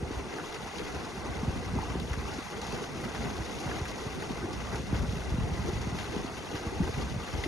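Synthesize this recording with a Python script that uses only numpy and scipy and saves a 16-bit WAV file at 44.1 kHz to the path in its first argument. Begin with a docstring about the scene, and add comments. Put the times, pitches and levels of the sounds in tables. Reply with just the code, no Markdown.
"""Flooded field, a few metres from a pipe through which a solar pump throws a thick jet of water.
The jet is summed from ringing bubbles, drop ticks and foam noise in three bands; single bubbles
plop out of it and lumps of water slap down as short noise bursts.
The pump's inverter whines thinly in wavering sines and narrow noise.
Wind buffets the two ports of the microphone: filtered random kicks plus single falling thumps."""
import sys
import numpy as np
from scipy import signal
from scipy.fft import rfft, irfft
from scipy.io import wavfile

SR = 44100
rng = np.random.default_rng(int(sys.argv[2]) if len(sys.argv) > 2 else 0)


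def wav_out(sig):
    """Save sig, one row per channel (or a flat mono array), as 16-bit PCM at SR to the path in sys.argv[1]."""
    wavfile.write(sys.argv[1], SR, np.round(np.clip(np.atleast_2d(sig).T, -1, 1) * 32767).astype(np.int16))


N = 329427
TIME, HZ = np.arange(N) / SR, np.fft.rfftfreq(N, 1 / SR)

# All levels in the time and event tables are before the trims in the functions; spectra are relative.

# wind strength: (time [s], level [dB])
WIND_LEVEL = [(0, -47.5), (0.4, -56.5), (.62, -44.5), (.68, -48), (0.73, -59), (.79, -47), (.88, -50),
              (1.15, -45), (1.3, -37.5), (1.37, -46), (1.46, -38), (1.59, -40), (1.9, -46), (2.15, -44),
              (2.4, -44), (2.44, -46), (2.52, -55), (2.68, -43), (2.85, -49.5), (3.15, -41), (3.45, -44),
              (3.58, -47), (3.72, -42.5), (3.98, -51), (4.15, -45), (4.47, -38.5), (4.68, -41.5),
              (4.77, -39.5), (4.86, -46), (4.95, -37), (5.22, -36.5), (5.4, -37), (5.85, -41), (6.1, -41),
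              (6.33, -46), (6.63, -48), (6.85, -41), (7.15, -38), (7.27, -57), (7.36, -32), (7.47, -39)]
# wind rumble spectrum: (frequency [Hz], density [dB per Hz])
RUMBLE_SPECTRUM = [(15, -40), (28, -22), (42, -13.5), (60, -0.5), (100, -8.5), (200, -10.5), (255, -12),
                   (340, -35.5), (600, -22), (1500, -79), (4000, -103)]
# single strong eddies, wide ones sharper: (time [s], peak [dB], centre [Hz], width [octaves])
EDDIES = [(.034, -26, 123, 0.97), (.11, -25.5, 332, 0.6), (0.179, -29, 68, .6), (0.269, -34, 258, .7),
          (.614, -45, 200, .7), (1.435, -23.5, 201, 0.42), (1.487, -21, 105.5, 0.97), (1.564, -25, 252, .5),
          (1.674, -33, 90, 0.72), (1.744, -25, 109, .8), (1.763, -25.5, 247, 0.15),
          (1.778, -25.5, 89, 0.87), (1.795, -27.5, 120, 0.95), (1.958, -23.5, 282, 0.78),
          (2.024, -32, 127, 0.63), (2.119, -26, 70, 0.92), (2.182, -25, 110, .65),
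          (2.389, -27.5, 282, 0.31), (3.257, -30, 226, 0.86), (3.408, -26.5, 105, 0.76),
          (3.667, -27, 137, 0.51), (3.821, -26, 99, 0.83), (4.071, -28, 123, 0.97), (4.308, -26, 252, 0.63),
          (4.454, -29.5, 188, 1), (4.741, -31, 191, 0.8), (4.801, -29, 170, 0.79), (4.936, -19, 127, 1),
          (4.962, -25, 65, 0.37), (4.99, -32, 76, 0.64), (5.012, -24, 64, 0.39), (5.036, -28, 234, 0.21),
          (5.093, -23, 105, 0.53), (5.14, -28, 134, .95), (5.172, -29, 142, .4), (5.329, -23.5, 65, 0.98),
          (5.349, -23, 119.5, 0.93), (5.39, -21, 136, 0.76), (5.42, -26, 76.5, 0.96),
          (5.445, -23, 108, 0.47), (5.514, -28.5, 160, 0.19), (5.533, -26, 65, 0.57),
          (5.602, -27, 66, 0.53), (5.699, -26, 65, .45), (5.74, -24.5, 103, 0.86), (5.764, -26.5, 74, 0.61),
          (5.813, -27, 89, 0.55), (5.875, -27, 170, .8), (5.93, -25, 143, 0.72), (5.951, -26.5, 170, 0.42),
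          (6.169, -24, 225, 0.44), (6.247, -26, 290, 0.35), (6.551, -30.5, 132, 0.74),
          (6.676, -29, 88.5, 0.88), (6.808, -16.5, 184, 0.41), (6.825, -21.5, 104, 0.96),
          (6.896, -27, 166, 0.67), (6.982, -25.5, 141, 0.84), (7.048, -41, 99, 0.84),
          (7.17, -27.5, 107, 0.36), (7.342, -28, 121, 0.58), (7.395, -24, 80.5, 0.42),
          (7.466, -24, 306, 0.33)]
# inverter switching tone and sidebands: (frequency [Hz], level [dB rms], right/left factor [-])
INVERTER_TONES = [(4040, -73, -.2), (4118, -70.5, -.2), (7389, -73.5, -.1), (7922, -70, -1),
                  (8000, -59.5, -.97), (8234, -77, -1), (8533, -76, -.9)]
# splashing spectrum at the left port: (frequency [Hz], density [dB per Hz])
WATER_SPECTRUM = [(100, -6.5), (280, 0), (440, 1), (510, -4), (570, -11), (650, -8.5), (980, -10.5),
                  (1100, -11), (1520, -12.5), (1680, -14), (1790, -18), (1950, -12.5), (2130, -11),
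                  (3050, -16), (3900, -18), (5300, -22.5), (6400, -21.5), (7600, -29), (8400, -55),
                  (9100, -27.5), (10250, -28), (11400, -27.5)]
# right port relative to left: (frequency [Hz], gain [dB])
RIGHT_GAIN = [(450, -.8), (600, -.8), (780, 5.5), (1080, -.6), (1970, .1), (2210, -13), (2430, -3.2),
              (2730, -12), (2900, -7.8), (3120, -13), (3400, -8.1), (3900, -6.4), (4400, -2.8), (5400, 0)]
# likeness of the ports: (frequency [Hz], likeness [0-1])
PORT_LIKENESS = [(450, .76), (950, .82), (1100, .98), (1300, .75), (2000, .87), (2200, .45), (2400, .77),
                 (4000, .35), (4400, .76), (5600, .98), (6700, .98), (7300, .6), (7650, 1), (9100, .99),
                 (9750, .6), (10400, 1)]
# lead of the left port: (frequency [Hz], phase [rad])
LEFT_LEAD = [(300, -.05), (650, -.9), (1100, .04), (1750, -1.2), (2100, .1), (2280, -3), (2600, -1),
             (2850, 1.4), (3600, 6.8), (4400, 12.7), (6950, 12.4), (7600, 9.45), (9400, 9.35),
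             (10100, 2 * np.pi)]
# large bubbles plopping out of the rush: (time of peak [s], peak [dB], pitch [Hz], cycles to peak [-])
PLOP_EVENTS = [(.338, -25.5, 437, .5), (.802, -31, 466, 2.7), (1.067, -35, 1020, 2.5),
               (1.832, -32.5, 840, 2), (2.631, -37, 830, 1.8), (2.825, -30, 423, 1.2),
               (3.716, -31, 1630, 3.5), (4.487, -30, 378, 0.92), (6.726, -30.5, 367, 2.2),
               (6.893, -27, 430, 1.53), (7.44, -25.5, 2030, 3.8)]
# lumps of water slapping down: (time [s], level [dB], centre [Hz], width [octaves], decay [s])
SLAP_EVENTS = [(.383, -39.5, 1420, .3, .016), (.524, -42, 3400, .5, 0.0054), (.543, -40, 2700, 0.6, 0.011),
               (.562, -40.5, 2100, .4, .005), (.782, -36.5, 2900, 0.46, .008),
               (.793, -40, 2100, 0.47, 0.0098), (1.787, -36, 1000, 0.37, 0.0084),
               (1.998, -35.5, 3060, .37, .005), (2.132, -35, 1650, .55, 0.0087),
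               (2.336, -44.5, 4480, .47, .029), (2.615, -40, 4800, .5, 0.0065),
               (2.666, -41, 3800, 0.72, .008), (3.038, -40, 1600, 0.39, 0.016),
               (3.148, -38.5, 1200, .8, 0.0067), (3.6, -44, 4500, 0.84, 0.021),
               (3.662, -42, 850, 0.5, .025), (3.853, -35.5, 1690, 0.45, 0.0096),
               (4.222, -37, 1600, 0.54, .007), (4.529, -42.5, 4360, 0.44, 0.012),
               (4.718, -44, 1040, .6, 0.032), (4.757, -40.5, 3000, 0.91, 0.006),
               (4.964, -44, 4200, 0.49, 0.0053), (5.815, -44.5, 4500, .59, .011),
               (5.986, -36, 2700, 0.49, 0.0088), (6.552, -37, 2100, .4, 0.0083),
               (6.872, -44, 920, .35, 0.012), (6.962, -44, 950, .35, 0.016), (6.977, -49, 5200, 0.5, .006),
               (7.436, -36, 2500, 0.66, 0.016)]
# low gurgling in the pool: (time [s], level [dB])
GURGLE_LEVEL = [(0, -42), (0.1, -45.5), (0.5, -45), (.6, -48), (.69, -50), (0.71, -57), (.75, -48),
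                (0.785, -45.5), (1.0, -44), (1.16, -50.5), (1.3, -45.5), (1.6, -46.5), (1.85, -48.5),
                (2.23, -47), (2.39, -48.5), (2.425, -64), (2.48, -62), (2.52, -43.5), (2.68, -50.5),
                (2.75, -44), (3.4, -45), (3.55, -46.5), (3.8, -45), (3.9, -46), (4.1, -45.5), (4.57, -46.5),
                (4.64, -49), (4.69, -51), (4.74, -45), (4.86, -49.5), (4.97, -45.5), (5.58, -46),
                (5.64, -59), (5.69, -49), (6.0, -47), (6.5, -48.5), (6.68, -46), (6.88, -40.5), (6.95, -57),
                (7.02, -46), (7.28, -51.5), (7.47, -43)]
# gulps, the jet dragging a large air pocket under: (time [s], level [dB])
GULP_EVENTS = [(1.77, -35), (1.96, -39), (4.22, -43), (4.31, -40), (4.45, -36), (5.68, -33.5), (6.15, -37),
               (6.54, -35), (7.0, -36.5), (7.37, -37)]
# churning where the jet lands, between gurgle and spray: (time [s], level [dB])
CHURN_LEVEL = [(0.0, -48), (0.16, -44), (.4, -45.5), (1.02, -44.5), (1.08, -45), (1.14, -46.5),
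               (1.25, -44.5), (1.65, -45), (1.98, -44), (2.04, -49.5), (2.11, -46), (2.32, -43),
               (2.44, -44.5), (2.65, -45), (2.95, -45.5), (3.15, -44.5), (3.58, -46), (3.7, -42.5),
               (3.88, -46.5), (4.45, -44), (4.65, -44.5), (4.75, -41.5), (4.83, -49.5), (4.96, -43),
               (5.08, -48), (5.3, -45), (5.8, -45), (6.15, -45), (6.25, -46), (6.6, -45), (6.8, -46),
               (6.86, -45.5), (7.03, -44.5), (7.1, -46), (7.2, -45.5), (7.47, -45.5)]
# spray thrown up by the jet: (time [s], level [dB])
SPRAY_LEVEL = [(0, -54), (.14, -49), (.22, -52), (0.4, -50), (0.55, -49), (.86, -49.5), (.94, -48),
               (1.15, -50), (1.7, -50), (2.3, -49), (2.43, -49.5), (2.65, -47.5), (2.83, -46.5),
               (2.92, -51.5), (3.0, -48), (3.62, -47.5), (4.2, -48), (4.48, -51), (4.58, -49), (4.65, -51),
               (4.75, -47), (4.86, -50), (4.97, -48), (5.5, -50.5), (5.8, -48.5), (5.88, -49), (5.96, -47),
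               (6.3, -49), (6.57, -48), (6.76, -50), (7.02, -46.5), (7.16, -50), (7.47, -46.5)]

WAKE_FOLLOW_DB_PER_DB, WAKE_REF_DB = 0.92, -18  # wake level against eddy peak
WAKE_LAG_S = 0.0092  # wake trails its eddy
APART_HZ = 135  # above this the ports feel different eddies
PLOP_RISE_PER_S = 2.9  # pitch climb per second, as a share of the starting pitch
EDGE_HZ = 11800


def amp(db):
    """Decibels to gain."""
    return 10 ** (np.asarray(db) / 20)


def unit(x):
    """Scales to rms 1."""
    return x / np.sqrt(np.mean(x ** 2) + 1e-20)


def along_hz(points):
    """Reads a table on a logarithmic frequency axis."""
    hz, value = np.transpose(points)
    return np.interp(np.log(HZ + 1), np.log(hz + 1), value)


def along_time(points):
    """Reads a time curve at each sample."""
    s, value = np.transpose(points)
    return np.interp(TIME, s, value)


def drift(rate_hz):
    """Random piecewise-linear curve of rms 1 that changes at up to about this rate."""
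    knots = rng.standard_normal(8192)
    return unit(np.interp(TIME * 2 * rate_hz + rng.random(), np.arange(len(knots)), knots))


def hump(hz, centre_hz, octaves):
    """Bell-shaped band on the octave scale."""
    return np.exp(-.5 * (np.log2((hz + 1) / centre_hz) / octaves) ** 2)


def above(x, hz):
    """The part of a sound above this frequency."""
    return irfft(rfft(x) / (1 + (hz / (HZ + 1)) ** 6), N)


def add(mix, s, sound):
    """Mixes a sound in from time s on, cropped to the scene."""
    start = round(s * SR)
    sound = sound[..., max(-start, 0):]
    part = mix[..., max(start, 0):][..., :sound.shape[-1]]
    part += sound[..., :part.shape[-1]]


def kicks(per_s, spread_db):
    """Random train of pushes of either sign, most of them small."""
    sizes = amp(spread_db * np.minimum(rng.exponential(1, N), 4)) * rng.choice([-1, 1], N)
    return unit(sizes * (rng.random(N) < per_s / SR))


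def swells(times_s, levels_db, width_s):
    """Joint level curve of brief bell-shaped swells, summed in power."""
    power = np.zeros(N)
    t = np.arange(-SR // 4, SR // 4) / SR
    for s, db in zip(times_s, levels_db):
        add(power, s + t[0], amp(db) ** 2 * np.exp(-(t / width_s) ** 2))
    return np.sqrt(power)


def ports(near, scattered):
    """Spectra of direct and scattered sound, as the left and right ports hear them."""
    same = np.clip(along_hz(PORT_LIKENESS), 0, 1)
    blend = same * near + np.sqrt(1 - same ** 2) * scattered
    right = blend * amp(along_hz(RIGHT_GAIN)) * np.exp(-1j * along_hz(LEFT_LEAD))
    return irfft(np.array([near, right]), N)


def bass_lag_s(hz, turns=1.677):
    """The microphone passes low notes late, so each push of air falls in pitch."""
    return turns / np.sqrt(hz ** 2 + 45 ** 2)


def lagged(hz):
    """Phase turn of the bass lag: the delay summed over frequency."""
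    return np.exp(-2j * np.pi * np.cumsum(bass_lag_s(hz)) * hz[1])


def stirred(band_hz, octaves, width_s):
    """Turbulence level around the strong eddies: each stirs the band near its own size."""
    s, db, centre_hz, _ = np.transpose(EDDIES)
    wake_db = WAKE_REF_DB + WAKE_FOLLOW_DB_PER_DB * (db - WAKE_REF_DB)
    nearness_db = 20 * np.log10(hump(centre_hz, band_hz, octaves) + 1e-6)
    return swells(s + WAKE_LAG_S, wake_db + nearness_db, width_s)


def wind(deep_db=0.0, flutter_db=4.0, flutter_follow=0.47, lumpy_db=2.5,
         deep_wake_db=-14, flutter_wake_db=-12, split_hz=100, smooth_db=-4):
    """Separate eddies: large ones shared by the ports, small ones differing and growing less in a gust."""
    gust_db = along_time(WIND_LEVEL)
    lumps_db = lumpy_db * drift(rate_hz=12)
    deep_wake = amp(deep_wake_db) * stirred(band_hz=78, octaves=1.3, width_s=0.066)
    deep = np.hypot(amp(gust_db + deep_db + lumps_db), deep_wake)
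    soft_gust_db = gust_db.mean() + flutter_follow * (gust_db - gust_db.mean())
    flutter_wake = amp(flutter_wake_db) * stirred(band_hz=235, octaves=0.18, width_s=0.015)
    flutter = np.hypot(amp(soft_gust_db + flutter_db + lumps_db), flutter_wake)

    eddies = np.array([kicks(per_s=130, spread_db=1.2) for _ in range(2)])
    air = eddies + amp(smooth_db) * rng.standard_normal((2, N))
    shared, apart = rfft(air) * amp(along_hz(RUMBLE_SPECTRUM)) * lagged(HZ)
    apart = .85 * apart * HZ / np.hypot(HZ, APART_HZ)
    rumble = unit(irfft(np.array([shared + apart, shared - apart]), N))
    small = above(rumble, split_hz)
    return (rumble - small) * deep + small * flutter


def buffets(level_db=-1):
    """Each strong eddy is one push of air that comes out as a short falling thump, alike at both ports."""
    out, size = np.zeros((2, N)), 8192
    hz = np.fft.rfftfreq(size, 1 / SR)
    for s, db, centre_hz, octaves in EDDIES:
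        spectrum = hump(hz, centre_hz, octaves) / np.sqrt(hz + 1) * lagged(hz)
        thump = np.fft.fftshift(irfft(spectrum))
        start_s = s - size / 2 / SR - bass_lag_s(centre_hz)
        add(out, start_s, amp(db + level_db) * thump / abs(thump).max())
    return out


def inverter(waver_db=0.5, waver_turns=0.025, fizz_db=-66):
    """Switching tones wavering a little in the moving air, in a fizz of countless weak sidebands."""
    fizz = irfft(rfft(rng.standard_normal(N)) * hump(HZ, 8000, .04), N)
    out = amp(fizz_db) * unit(fizz) * np.array([[1], [-1]])  # opposite at the ports
    for hz, db, right in INVERTER_TONES:
        turns = hz * TIME + waver_turns * drift(rate_hz=6.4)
        tone = np.sin(2 * np.pi * turns) * amp(waver_db * drift(rate_hz=11.0))
        out += amp(db) * unit(tone) * np.array([[1], [right]])
    return out


def plops(level_db=-1):
    """A large bubble swells into a short note that climbs a little as it nears the surface."""
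    out, t = np.zeros(N), np.arange(4096) / SR
    for s, db, hz, cycles in PLOP_EVENTS:
        swell_s = cycles / hz
        turns = hz * (t + PLOP_RISE_PER_S * t ** 2 / 2) + rng.random()
        shape = t / swell_s * np.exp(1 - t / swell_s)
        add(out, s - swell_s, amp(db + level_db) * shape * np.sin(2 * np.pi * turns))
    direct = rfft(out)
    return ports(direct, 1j * direct)


def slaps(rise_s=0.00037, level_db=1, skirt_db=-12, skirt_octaves=2.4):
    """A lump of water bursts into a short dense splash, with a skirt of droplets of all sizes."""
    out, t = np.zeros((2, N)), np.arange(4096) / SR  # rows: direct, scattered
    hz = np.fft.rfftfreq(len(t), 1 / SR)
    for s, db, centre_hz, octaves, decay_s in SLAP_EVENTS:
        skirt = amp(skirt_db) * octaves * hump(hz, centre_hz, skirt_octaves)
        colour = hump(hz, centre_hz, octaves) + skirt
        burst = unit(irfft(rfft(rng.standard_normal((2, len(t)))) * colour))
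        shape = (1 - np.exp(-t / rise_s)) * np.exp(-t / decay_s)
        add(out, s, amp(db + level_db) * burst * shape / shape.max())
    return ports(*rfft(out))


def bubbles(per_s, cycles, rise, spread_db, count):
    """Bubbles ring briefly and rise in pitch, small ones commoner; per_s is one size's rate at 1 kHz."""
    out = np.zeros(N)
    for hz in np.geomspace(280, 9000, count):
        life = cycles * rng.uniform(.6, 1.4)  # decay, in cycles
        age = np.arange(int(4 * life * SR / hz)) * hz / SR / life  # in decay times
        ring = np.exp(-age) * np.sin(2 * np.pi * life * (age + rise * age ** 2 / 2))
        number = int(per_s * hz / 1000 * N / SR)
        when, chance, side = rng.random((3000, 3))[:number].T
        sizes = amp(spread_db * np.minimum(-np.log(chance), 4)) * np.sign(side - .5)
        places = (when * N).astype(int)[:, None] + np.arange(len(ring))
        rings = np.outer(sizes, ring)
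        out += np.sqrt(hz) * np.bincount(places.ravel(), rings.ravel(), N)[:N]
    return unit(out)


def splashing(bubble_db=0, drop_db=-1.5, foam_db=-6):
    """Ringing bubbles, sharp ticks of drops and the smooth hiss of foam together."""
    ringing = bubbles(per_s=13, cycles=11.1, rise=0.034, spread_db=0.84, count=120)
    ticking = kicks(per_s=6000, spread_db=4.5)
    foam = rng.standard_normal(N)
    return unit(amp(bubble_db) * ringing + amp(drop_db) * ticking + amp(foam_db) * foam)


def jet(gurgle_db=4.0, gulp_db=-1.0, gulp_s=0.023, churn_db=6.0, churn_follow=0.38, spray_db=9.5,
        gulp_hz=560, spray_hz=2400, slosh_db=-0.3, glug_db=-0.13, burst_db=0.94, surge_db=0.74):
    """The jet lands unevenly: gurgles and gulps below, churns in the middle, throws bursts of spray on top."""
    gurgle, churn, spray = along_time(GURGLE_LEVEL), along_time(CHURN_LEVEL), along_time(SPRAY_LEVEL)
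    colour = unit(amp(along_hz(WATER_SPECTRUM)))
    water = ports(rfft(splashing()) * colour, rfft(splashing()) * colour)
    upper, top = above(water, gulp_hz), above(water, spray_hz)

    gulps = amp(gulp_db) * swells(*np.transpose(GULP_EVENTS), gulp_s)
    gurgle_gain = np.hypot(amp(gurgle + gurgle_db + slosh_db * drift(rate_hz=20)), gulps)
    follow_db = churn_follow * (spray - spray.mean())  # churn partly follows the spray
    churn_gain = amp(churn + churn_db + follow_db + glug_db * drift(rate_hz=36))
    spray_gain = amp(spray + spray_db + burst_db * drift(rate_hz=45))
    bands = (water - upper) * gurgle_gain + (upper - top) * churn_gain + top * spray_gain
    return bands * amp(surge_db * drift(rate_hz=24))


def scene():
    """Wind on the microphone, pump and water in the open field."""
    return wind() + buffets() + inverter() + plops() + slaps() + jet()


def record(dry):
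    """Band limit: a linear-phase low-pass at EDGE_HZ."""
    low_pass = signal.firwin(511, EDGE_HZ, window=("kaiser", 9), fs=SR)
    return signal.oaconvolve(dry, low_pass[None], "same")


dry = scene()
out = record(dry)
wav_out(out)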